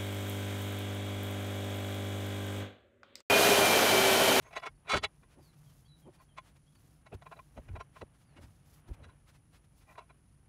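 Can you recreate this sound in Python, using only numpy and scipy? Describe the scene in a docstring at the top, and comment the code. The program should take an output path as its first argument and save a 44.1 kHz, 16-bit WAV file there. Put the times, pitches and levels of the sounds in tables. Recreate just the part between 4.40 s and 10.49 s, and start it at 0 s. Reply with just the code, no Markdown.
"""A steel jack stand is set under a truck, outdoors in grass, over a low rumble and a thin high hiss.
First its toothed bar is pulled up with a rattle that rings the sheet-steel frame. In the lull after
it, small birds call far off and a low drone swells. Then the legs are shuffled and knocked on a stone
slab, which thuds on the soil, and a few light clanks end the move.
Grass rustles throughout as the stand is handled."""
import sys
import numpy as np
from scipy import signal
from scipy.fft import rfft, irfft, next_fast_len
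from scipy.io import wavfile
from scipy.ndimage import map_coordinates

SR = 44100
rng = np.random.default_rng(int(sys.argv[2]) if len(sys.argv) > 2 else 0)


def file_out(sig):
    """Save sig as 16-bit WAV at sys.argv[1]."""
    # one column per channel
    cols = np.atleast_2d(sig).T
    # limit, then scale
    lim = np.clip(cols, -1, 1)
    pcm = np.round(lim * 32767).astype(np.int16)
    wavfile.write(sys.argv[1], SR, pcm)


N = 268480


def amp(db):
    """Decibels to gain."""
    return 10 ** (np.asarray(db) / 20)


def unit(x):
    """x at rms 1."""
    return x / np.sqrt(np.mean(x ** 2) + 1e-20)


def colour(points, hz):
    """Gain of an EQ curve: (Hz, dB) points joined on a log axis."""
    point_hz, db = np.transpose(points)
    return amp(np.interp(np.log(hz + 1), np.log(point_hz + 1), db))


def wobble(rate):
    """A smooth random curve, rate knots a second."""
    knots = rng.standard_normal(int(N * rate / SR) + 4)
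    steps = np.linspace(0, len(knots) - 1, 10 * len(knots))
    return np.interp(np.arange(N) * rate / SR, steps, map_coordinates(knots, [steps]))


def filtered(x, gain):
    """x through a gain that is a function of frequency."""
    size = next_fast_len(N + SR // 2)
    return irfft(rfft(x, size) * gain(np.fft.rfftfreq(size, 1 / SR)), size)[:N]


def noise(eq, grain_db=0):
    """Coloured noise of rms 1; grain breaks it into tiny crackles."""
    source = rng.standard_normal(N) * amp(grain_db * wobble(600))
    return unit(filtered(source, lambda hz: colour(eq, hz)))


def swell_at(s, half, edge=2):
    """A smooth rise and fall around time s; a higher edge gives it a flatter top."""
    distance = np.abs((np.arange(N) / SR - s) / half)
    return np.exp(-.5 * np.minimum(distance, 10) ** edge)


def add(track, sound, s):
    """Mix a sound into the track, centred on time s."""
    start = round(s * SR) - len(sound) // 2
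    sound = sound[max(-start, 0):max(N - start, 0)]
    track[max(start, 0):][:len(sound)] += sound


# The drone's fader ride. Each row: time in seconds, relative level in dB.
DRONE_RIDE = [(0.0, -79), (1.05, -66.5), (1.24, -63), (1.54, -63), (1.91, -67.5), (3.56, -68.5),
              (4.09, -69), (6.09, -74.5)]
# Tone of the low and the high bed. Each row: frequency in Hz, gain in dB.
RUMBLE_EQ = [(12, -50), (20, -23.5), (47, -2.5), (87, -4.5), (145, -7), (163, -8.5), (180, -12.5),
             (232, -15.5), (312, -17.5), (500, -38.5), (650, -66), (1100, -120)]
HISS_EQ = [(6000, -30.5), (8400, -24), (9000, -4), (9600, -2.5), (10150, 2.5), (10500, -7.5), (11000, -10),
           (12500, -22), (15600, -38)]


def air(drone_hz=146, width_hz=11):
    """The outdoor bed: rumble, a distant drone of narrow, wavering noise and a thin high hiss."""
    ride_db = np.interp(np.arange(N) / SR, *np.transpose(DRONE_RIDE))
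    drone = filtered(rng.standard_normal(N), lambda hz: 1 / (1 + ((hz - drone_hz) / width_hz) ** 2))
    return amp(-64.5) * noise(RUMBLE_EQ) + amp(ride_db + 1) * unit(drone) + amp(-80) * noise(HISS_EQ)


# The birds' calls by name. Each entry: length in seconds, start pitch in Hz, end pitch in Hz.
BIRD_CALLS = {"slur": (.12, 4820, 3980), "whistle": (.095, 3980, 3890), "chip": (.024, 4600, 4390),
              "rise": (.032, 3170, 3380), "fall": (.05, 3310, 3060)}
# Bird cues. Each row: start in seconds, level in dB, name of the call.
BIRD_CUES = [(.348, -89, "chip"), (1.005, -75, "slur"), (1.258, -78, "fall"), (1.445, -74, "rise"),
             (1.452, -77, "chip"), (1.477, -68.5, "whistle"), (1.619, -77, "fall"), (1.786, -79, "chip"),
             (1.884, -76, "fall"), (2.264, -77, "rise"), (2.352, -75, "chip"), (3.845, -86, "slur")]


def birds(waver=0.012, echo_db=-7, echo_t60=0.25):
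    """Far, gliding whistles that waver slightly, scattered by the surroundings."""
    song = np.zeros(N)
    unsteady = 1 + waver * wobble(250)
    for s, db, call in BIRD_CUES:
        length, start_hz, end_hz = BIRD_CALLS[call]
        progress = np.linspace(0, 1, int(length * SR))
        glide = start_hz + (end_hz - start_hz) * np.sin(np.pi * progress / 2) ** 2
        pitch = glide * unsteady[int(s * SR):][:len(glide)]
        envelope = np.sqrt(2 * np.abs(np.sin(np.pi * progress)))
        add(song, amp(db) * envelope * np.sin(2 * np.pi * np.cumsum(pitch) / SR), s + length / 2)
    t = np.arange(SR // 2) / SR
    tail = rng.standard_normal(len(t)) * 1000 ** (-t / echo_t60)
    return song + amp(echo_db) * signal.fftconvolve(song, tail / np.linalg.norm(tail))[:N]


# Long swishes of grass and short brushes through the blades.
# Each row: centre in seconds, half length in seconds, relative level in dB.
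SWISH_CUES = [(.17, .1, -85), (.79, 0.039, -91), (1.052, 0.041, -81), (1.3, .13, -80), (1.605, 0.023, -82),
              (1.825, 0.016, -81), (2.46, 0.11, -83), (2.952, 0.099, -83.5), (3.18, 0.096, -87.5),
              (3.383, 0.059, -94), (3.804, 0.033, -89.5), (4.1, 0.084, -87), (4.293, 0.039, -79.5),
              (4.366, 0.033, -76), (5.386, 0.02, -80), (5.513, 0.032, -82.5)]
BRUSH_CUES = [(0.028, 0.0083, -64), (0.925, 0.022, -69), (1.137, 0.006, -71.5), (1.305, 0.0088, -72.5),
              (1.752, 0.014, -67), (2.075, 0.028, -66.5), (2.167, 0.0071, -67), (2.357, 0.0042, -67.5),
              (2.747, 0.0058, -58), (3.581, 0.03, -65.5), (3.754, .011, -72.5), (3.817, 0.013, -71.5),
              (4.035, 0.015, -61), (4.487, 0.0069, -63.5), (4.543, 0.0068, -62.5), (4.892, 0.015, -64),
              (4.956, .014, -67), (5.154, 0.019, -65), (5.248, 0.0062, -72), (5.424, 0.013, -68)]
# Tone of the dull shuffle, bright swish, crackling tips and brushed blades.
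# Each row: frequency in Hz, gain in dB.
SHUFFLE_EQ = [(120, -22), (300, 2), (700, 2), (1600, -3.5), (3000, -9), (6000, -37)]
SWISH_EQ = [(1500, -22), (3000, -6), (6500, -3.5), (9000, -11.5), (12000, -12.5), (15500, -27.5)]
TIPS_EQ = [(5000, -12.5), (9000, -2.5), (12000, 3), (15500, -4.5)]
BLADES_EQ = [(300, 6.5), (1200, 9), (3000, 4.5), (7000, -3), (10000, -4), (15000, -11.5)]


def grass(knock_times, breeze_db=-77.5, scuff_db=-76.5, lull_db=-85):
    """Soft shuffling with each move over a stir of air, long swishes and brief brushes of the blades."""
    scuffs = sum(swell_at(s, half=0.094) for s in knock_times)
    sweeps = sum(amp(db) * swell_at(s, half, edge=3.7) for s, half, db in SWISH_CUES)
    strokes = sum(amp(db) * swell_at(s, half) for s, half, db in BRUSH_CUES)
    flutter = amp(0.51 * wobble(9.2) + 1.4 * wobble(100))  # blades catch and let go
    movement = np.sqrt(amp(breeze_db) ** 2 + (amp(scuff_db) * scuffs) ** 2 + (amp(1) * sweeps) ** 2)
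    shuffle = movement * amp(0.98 * wobble(5.9)) * noise(SHUFFLE_EQ, grain_db=2)
    swish = (amp(lull_db) + sweeps) * flutter * noise(SWISH_EQ, grain_db=1.5)
    tips = amp(4) * sweeps * flutter * noise(TIPS_EQ, grain_db=1.5)
    return shuffle + swish + tips + strokes * noise(BLADES_EQ)


def struck(modes, hz, vary_db):
    """Frequency response of a body hit at a random spot: the plain blow plus its modes."""
    mode_hz, t60, mode_db = np.transpose(modes)[:, :, None]
    width = np.log(1000) / np.pi / t60
    strength = amp(mode_db + vary_db * rng.standard_normal(mode_db.shape))
    damping = 1j * hz * width
    return 1 + np.sum(strength * damping / (mode_hz ** 2 - hz ** 2 + damping), axis=0)


def hollow(eq, spot_hz, lift_db, octaves):
    """A blow's gain as a function of frequency: its EQ with a hump at the note of the spot hit."""
    def gain(hz):
        distance = np.log2((hz + 1) / spot_hz) / octaves
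        return colour(eq, hz) * amp(lift_db * np.exp(-.5 * distance ** 2))
    return gain


def contact(half, db, modes, blow, grain_db, grip, held_db, vary_db, size=8192):
    """A smeared, grainy hit that swells, fades and briefly rings a body."""
    t = (np.arange(size) - size // 2) / SR
    hz = np.fft.rfftfreq(size, 1 / SR)
    swell = np.exp(-.5 * np.abs(t / half) ** 2.25)
    spectrum = rfft(swell * rng.standard_normal(size) * amp(grain_db * rng.standard_normal(size)))
    burst = irfft(spectrum / (np.abs(spectrum) + 1e-9))  # equally strong at all frequencies
    force = burst * np.sqrt(swell)
    ring = irfft(rfft(force) * struck(modes, hz, vary_db) * blow(hz))
    # the parts press together and choke the ring to a faint remainder; grip counts in half lengths
    choke = amp(held_db) + np.exp(-.5 * (np.maximum(t, 0) / (grip * half)) ** 2)
    ring = ring * choke * np.hanning(size)
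    return amp(db) * ring * np.sqrt(np.sum(swell ** 2) / np.sum(ring ** 2))


# Resonances of slab and soil. Each row: pitch in Hz, t60 in seconds, level over the plain blow in dB.
SLAB_MODES = [(246, 0.054, -1), (378, .1, 7.5), (544, 0.023, 6.5), (576, 0.071, 15.5)]
SOIL_MODES = [(62, .12, -9), (94.4, 0.24, 2.5)]
# Tone of the plain blow on each. Each row: frequency in Hz, gain in dB.
SLAB_EQ = [(60, -9), (150, 6), (280, 4), (600, -12), (900, -1.5), (1400, -19), (3000, -42), (9000, -32.5),
           (16000, -55.5)]
SOIL_EQ = [(15, -25.5), (35, -3), (55, -4.5), (110, -6), (170, -12.5), (300, -21), (1000, -58)]
# Weight coming down on the slab. Each row: centre in seconds, half length in seconds,
# knock level in dB, slab note in Hz, thud level in dB, soil note in Hz.
KNOCK_CUES = [(0.545, 0.0089, -30.5, 580, -36.5, 106.8), (0.561, 0.017, -38.5, 430, -47, 100),
              (0.618, .018, -58, 250, -51, 80), (0.993, 0.023, -60, 326, -85, 110),
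              (1.679, 0.019, -52.5, 345, -68, 90), (2.741, .013, -49.5, 442, -44.5, 107),
              (3.183, 0.014, -48, 585, -48, 58.6), (3.294, 0.017, -62, 323, -43, 70),
              (3.353, 0.02, -56.5, 427, -43.5, 69), (3.629, 0.0094, -44.5, 440, -49, 100),
              (3.987, 0.017, -57.5, 315, -57, 88), (4.035, 0.044, -64.5, 284, -55.5, 72.4),
              (4.501, 0.014, -54, 312, -39.5, 52.4), (4.606, 0.026, -62.5, 285, -55, 65),
              (4.67, 0.0141, -64, 436, -55, 69)]


def ground():
    """The feet knock on the slab, which then presses into the soil, each spot with its own note."""
    track = np.zeros(N)
    for s, half, knock_db, slab_hz, thud_db, soil_hz in KNOCK_CUES:
        blow = hollow(SLAB_EQ, slab_hz, lift_db=9.5, octaves=0.18)
        knock = contact(half, knock_db, SLAB_MODES, blow, grain_db=4, grip=1.3, held_db=-15, vary_db=4)
        add(track, knock, s)
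        blow = hollow(SOIL_EQ, soil_hz, lift_db=12, octaves=0.59)
        thud = contact(1.5 * half, thud_db, SOIL_MODES, blow, grain_db=9, grip=3, held_db=-16, vary_db=5)
        add(track, thud, s + 0.7 * half)  # the soil gives way later and for longer
    return track


# Pure partials of the toothed bar. Each row: pitch in Hz, relative level in dB.
BAR_PARTIALS = [(413, -10), (1022, -6), (1100, -5), (1884, -6), (1949, -5), (2063, -10), (2194, 3),
                (2657, -5.5), (2697, -6.5), (2908, -6), (3127, -14.5), (3434, -3.5), (3981, -10),
                (4483, -16), (4510, -13), (4969, -18), (5782, -22), (6158, -23), (6853, -25), (9351, -28.5)]


def bar_ring(clanks, t60=0.021, vary_db=6, waver_rad=0.54):
    """The bar's partials ring on through a rattle and stop soon after it, damped by hand and socket."""
    t = np.arange(N) / SR
    drive, tones = np.zeros((2, N))
    for s, half, _, bar_db, _ in clanks:
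        add(drive, amp(bar_db) * signal.windows.gaussian(SR // 5, half * SR), s)
    decay = 1000 ** (-1 / (t60 * SR))
    envelope = signal.lfilter([1 - decay], [1, -decay], drive)
    for hz, db in BAR_PARTIALS:
        shimmer = amp(db + vary_db * wobble(10))
        tones += shimmer * np.sin(2 * np.pi * (hz * t + rng.random()) + waver_rad * wobble(40))
    return envelope * unit(tones)


# Resonances of the sheet-steel frame and of the bar rattling in its socket.
# Each row: pitch in Hz, t60 in seconds, level over the plain blow in dB.
FRAME_MODES = [(440, 0.047, 10), (631, 0.051, 10.5), (686, 0.063, 8.5), (813, 0.2, 7), (963, .08, 3.5),
               (1044.5, 0.1, 16.5), (1199, .07, -1.5), (1368, 0.055, 5), (1475, 0.095, 10), (1620, 0.15, 8),
               (1958, 0.033, 9), (2390, 0.084, 9.5), (2413, 0.044, 9.5), (2530, 0.03, 2), (2596, 0.02, 1.5),
               (3330, .08, 7.5), (3860, 0.035, 10), (3990, .09, 2.5), (5520, 0.053, 5.5)]
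BAR_MODES = [(660, 0.086, 4), (780, 0.1, 10.5), (1290, 0.069, 4.5), (1324, 0.029, 0.5), (1880, 0.18, 6.5),
             (2236, .08, 12), (2410, 0.078, 3), (2498, 0.07, 4), (2810, .06, 11.5), (2910, 0.13, 6),
             (3490, 0.084, 5.5), (3927, 0.038, 14), (5060, 0.15, 9.5), (5710, 0.11, 7.5), (6412, .1, 9),
             (7190, 0.19, 1), (8560, .1, 4.5)]
# Tone of the plain blow on each. Each row: frequency in Hz, gain in dB.
FRAME_EQ = [(100, -22.5), (250, -2.5), (450, -0.5), (700, 3), (1300, 3), (1900, -1.5), (2700, -7),
            (3500, -12), (5000, -20.5), (8000, -22), (11000, -31), (16000, -31.5)]
BAR_EQ = [(100, -28.5), (300, -8.5), (600, -13.5), (1400, 2.5), (2600, -4.5), (3600, -4), (5000, -8.5),
          (7000, -12), (9300, -15), (11000, -23.5), (13000, -32), (16000, -38)]
# Steel hits. Each row: centre in seconds, half length in seconds, frame level in dB,
# relative bar level in dB, note of the spot hit in Hz.
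CLANK_CUES = [(0.067, 0.028, -59.5, -69, 485), (0.113, 0.0049, -55, -73, 550),
              (.136, 0.0085, -49.5, -56, 2400), (.172, 0.011, -36.5, -44.5, 2230),
              (.2, 0.0037, -55, -57.5, 2400), (.237, 0.011, -43, -50, 1050),
              (0.268, 0.0099, -40.5, -45, 1060), (.457, .006, -61.5, -86, 1000),
              (.483, 0.01, -47, -62, 2280), (.502, 0.0081, -48, -31.5, 1050),
              (.522, 0.01, -38.5, -29.5, 1000), (.542, .0073, -28.5, -29, 1300),
              (.556, 0.0016, -28, -36, 1000), (.572, .012, -40, -34.5, 993),
              (.644, 0.0086, -36.5, -30.5, 2250), (.836, 0.0073, -64, -75, 1860),
              (1.812, 0.025, -64, -82.5, 894), (1.983, 0.0088, -44, -52.5, 1100),
              (2.669, 0.0062, -56, -62, 900), (2.731, .0083, -48, -85, 660),
              (2.824, 0.0063, -54.5, -64, 900), (2.868, 0.0077, -49, -78, 820),
              (2.925, 0.0095, -47, -61, 990), (2.971, 0.0099, -58, -69, 564),
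              (2.995, .0048, -47.5, -74, 980), (3.176, 0.0073, -51, -61.5, 704),
              (3.29, 0.0056, -57, -66.5, 2050), (3.363, 0.0074, -45.5, -69, 800),
              (3.409, 0.0084, -43, -56, 1050), (3.566, 0.0085, -52, -86.5, 1330),
              (3.617, 0.0048, -46.5, -55, 1100), (3.976, .011, -62, -62.5, 1650),
              (4.645, 0.011, -58, -62, 1620), (4.698, .011, -64, -72, 1300),
              (5.508, 0.029, -60.5, -86, 790), (5.558, 0.0043, -57, -84, 1940),
              (5.587, 0.0084, -45, -57.5, 1000), (5.611, 0.024, -61, -79, 1000),
              (5.704, 0.0068, -58, -74, 1000)]


def stand():
    """Every clank rings the frame, coloured by the spot hit, and the loose toothed bar inside it."""
    track = amp(-2) * bar_ring(CLANK_CUES)
    for s, half, frame_db, bar_db, spot_hz in CLANK_CUES:
        blow = hollow(FRAME_EQ, spot_hz, lift_db=6, octaves=0.35)
        clank = contact(half, frame_db, FRAME_MODES, blow,
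                        grain_db=7, grip=1.9, held_db=-26.5, vary_db=5.5)
        rattle = contact(half, bar_db - 1.5, BAR_MODES, lambda hz: colour(BAR_EQ, hz),
                         grain_db=8, grip=1.1, held_db=-33, vary_db=8.5)
        add(track, clank + rattle, s)
    return track


def scene():
    """A mono mix in the open air: stand, ground and grass up close, birds and bed behind."""
    knock_times = [s for s, *_ in KNOCK_CUES]
    return (stand() + ground() + grass(knock_times) + birds() + air())[None]


def record(dry, top_hz=15720):
    """A brick-wall low-pass takes off the very top of the treble."""
    return filtered(dry[0], lambda hz: hz < top_hz)[None]


dry = scene()
out = record(dry)
file_out(out)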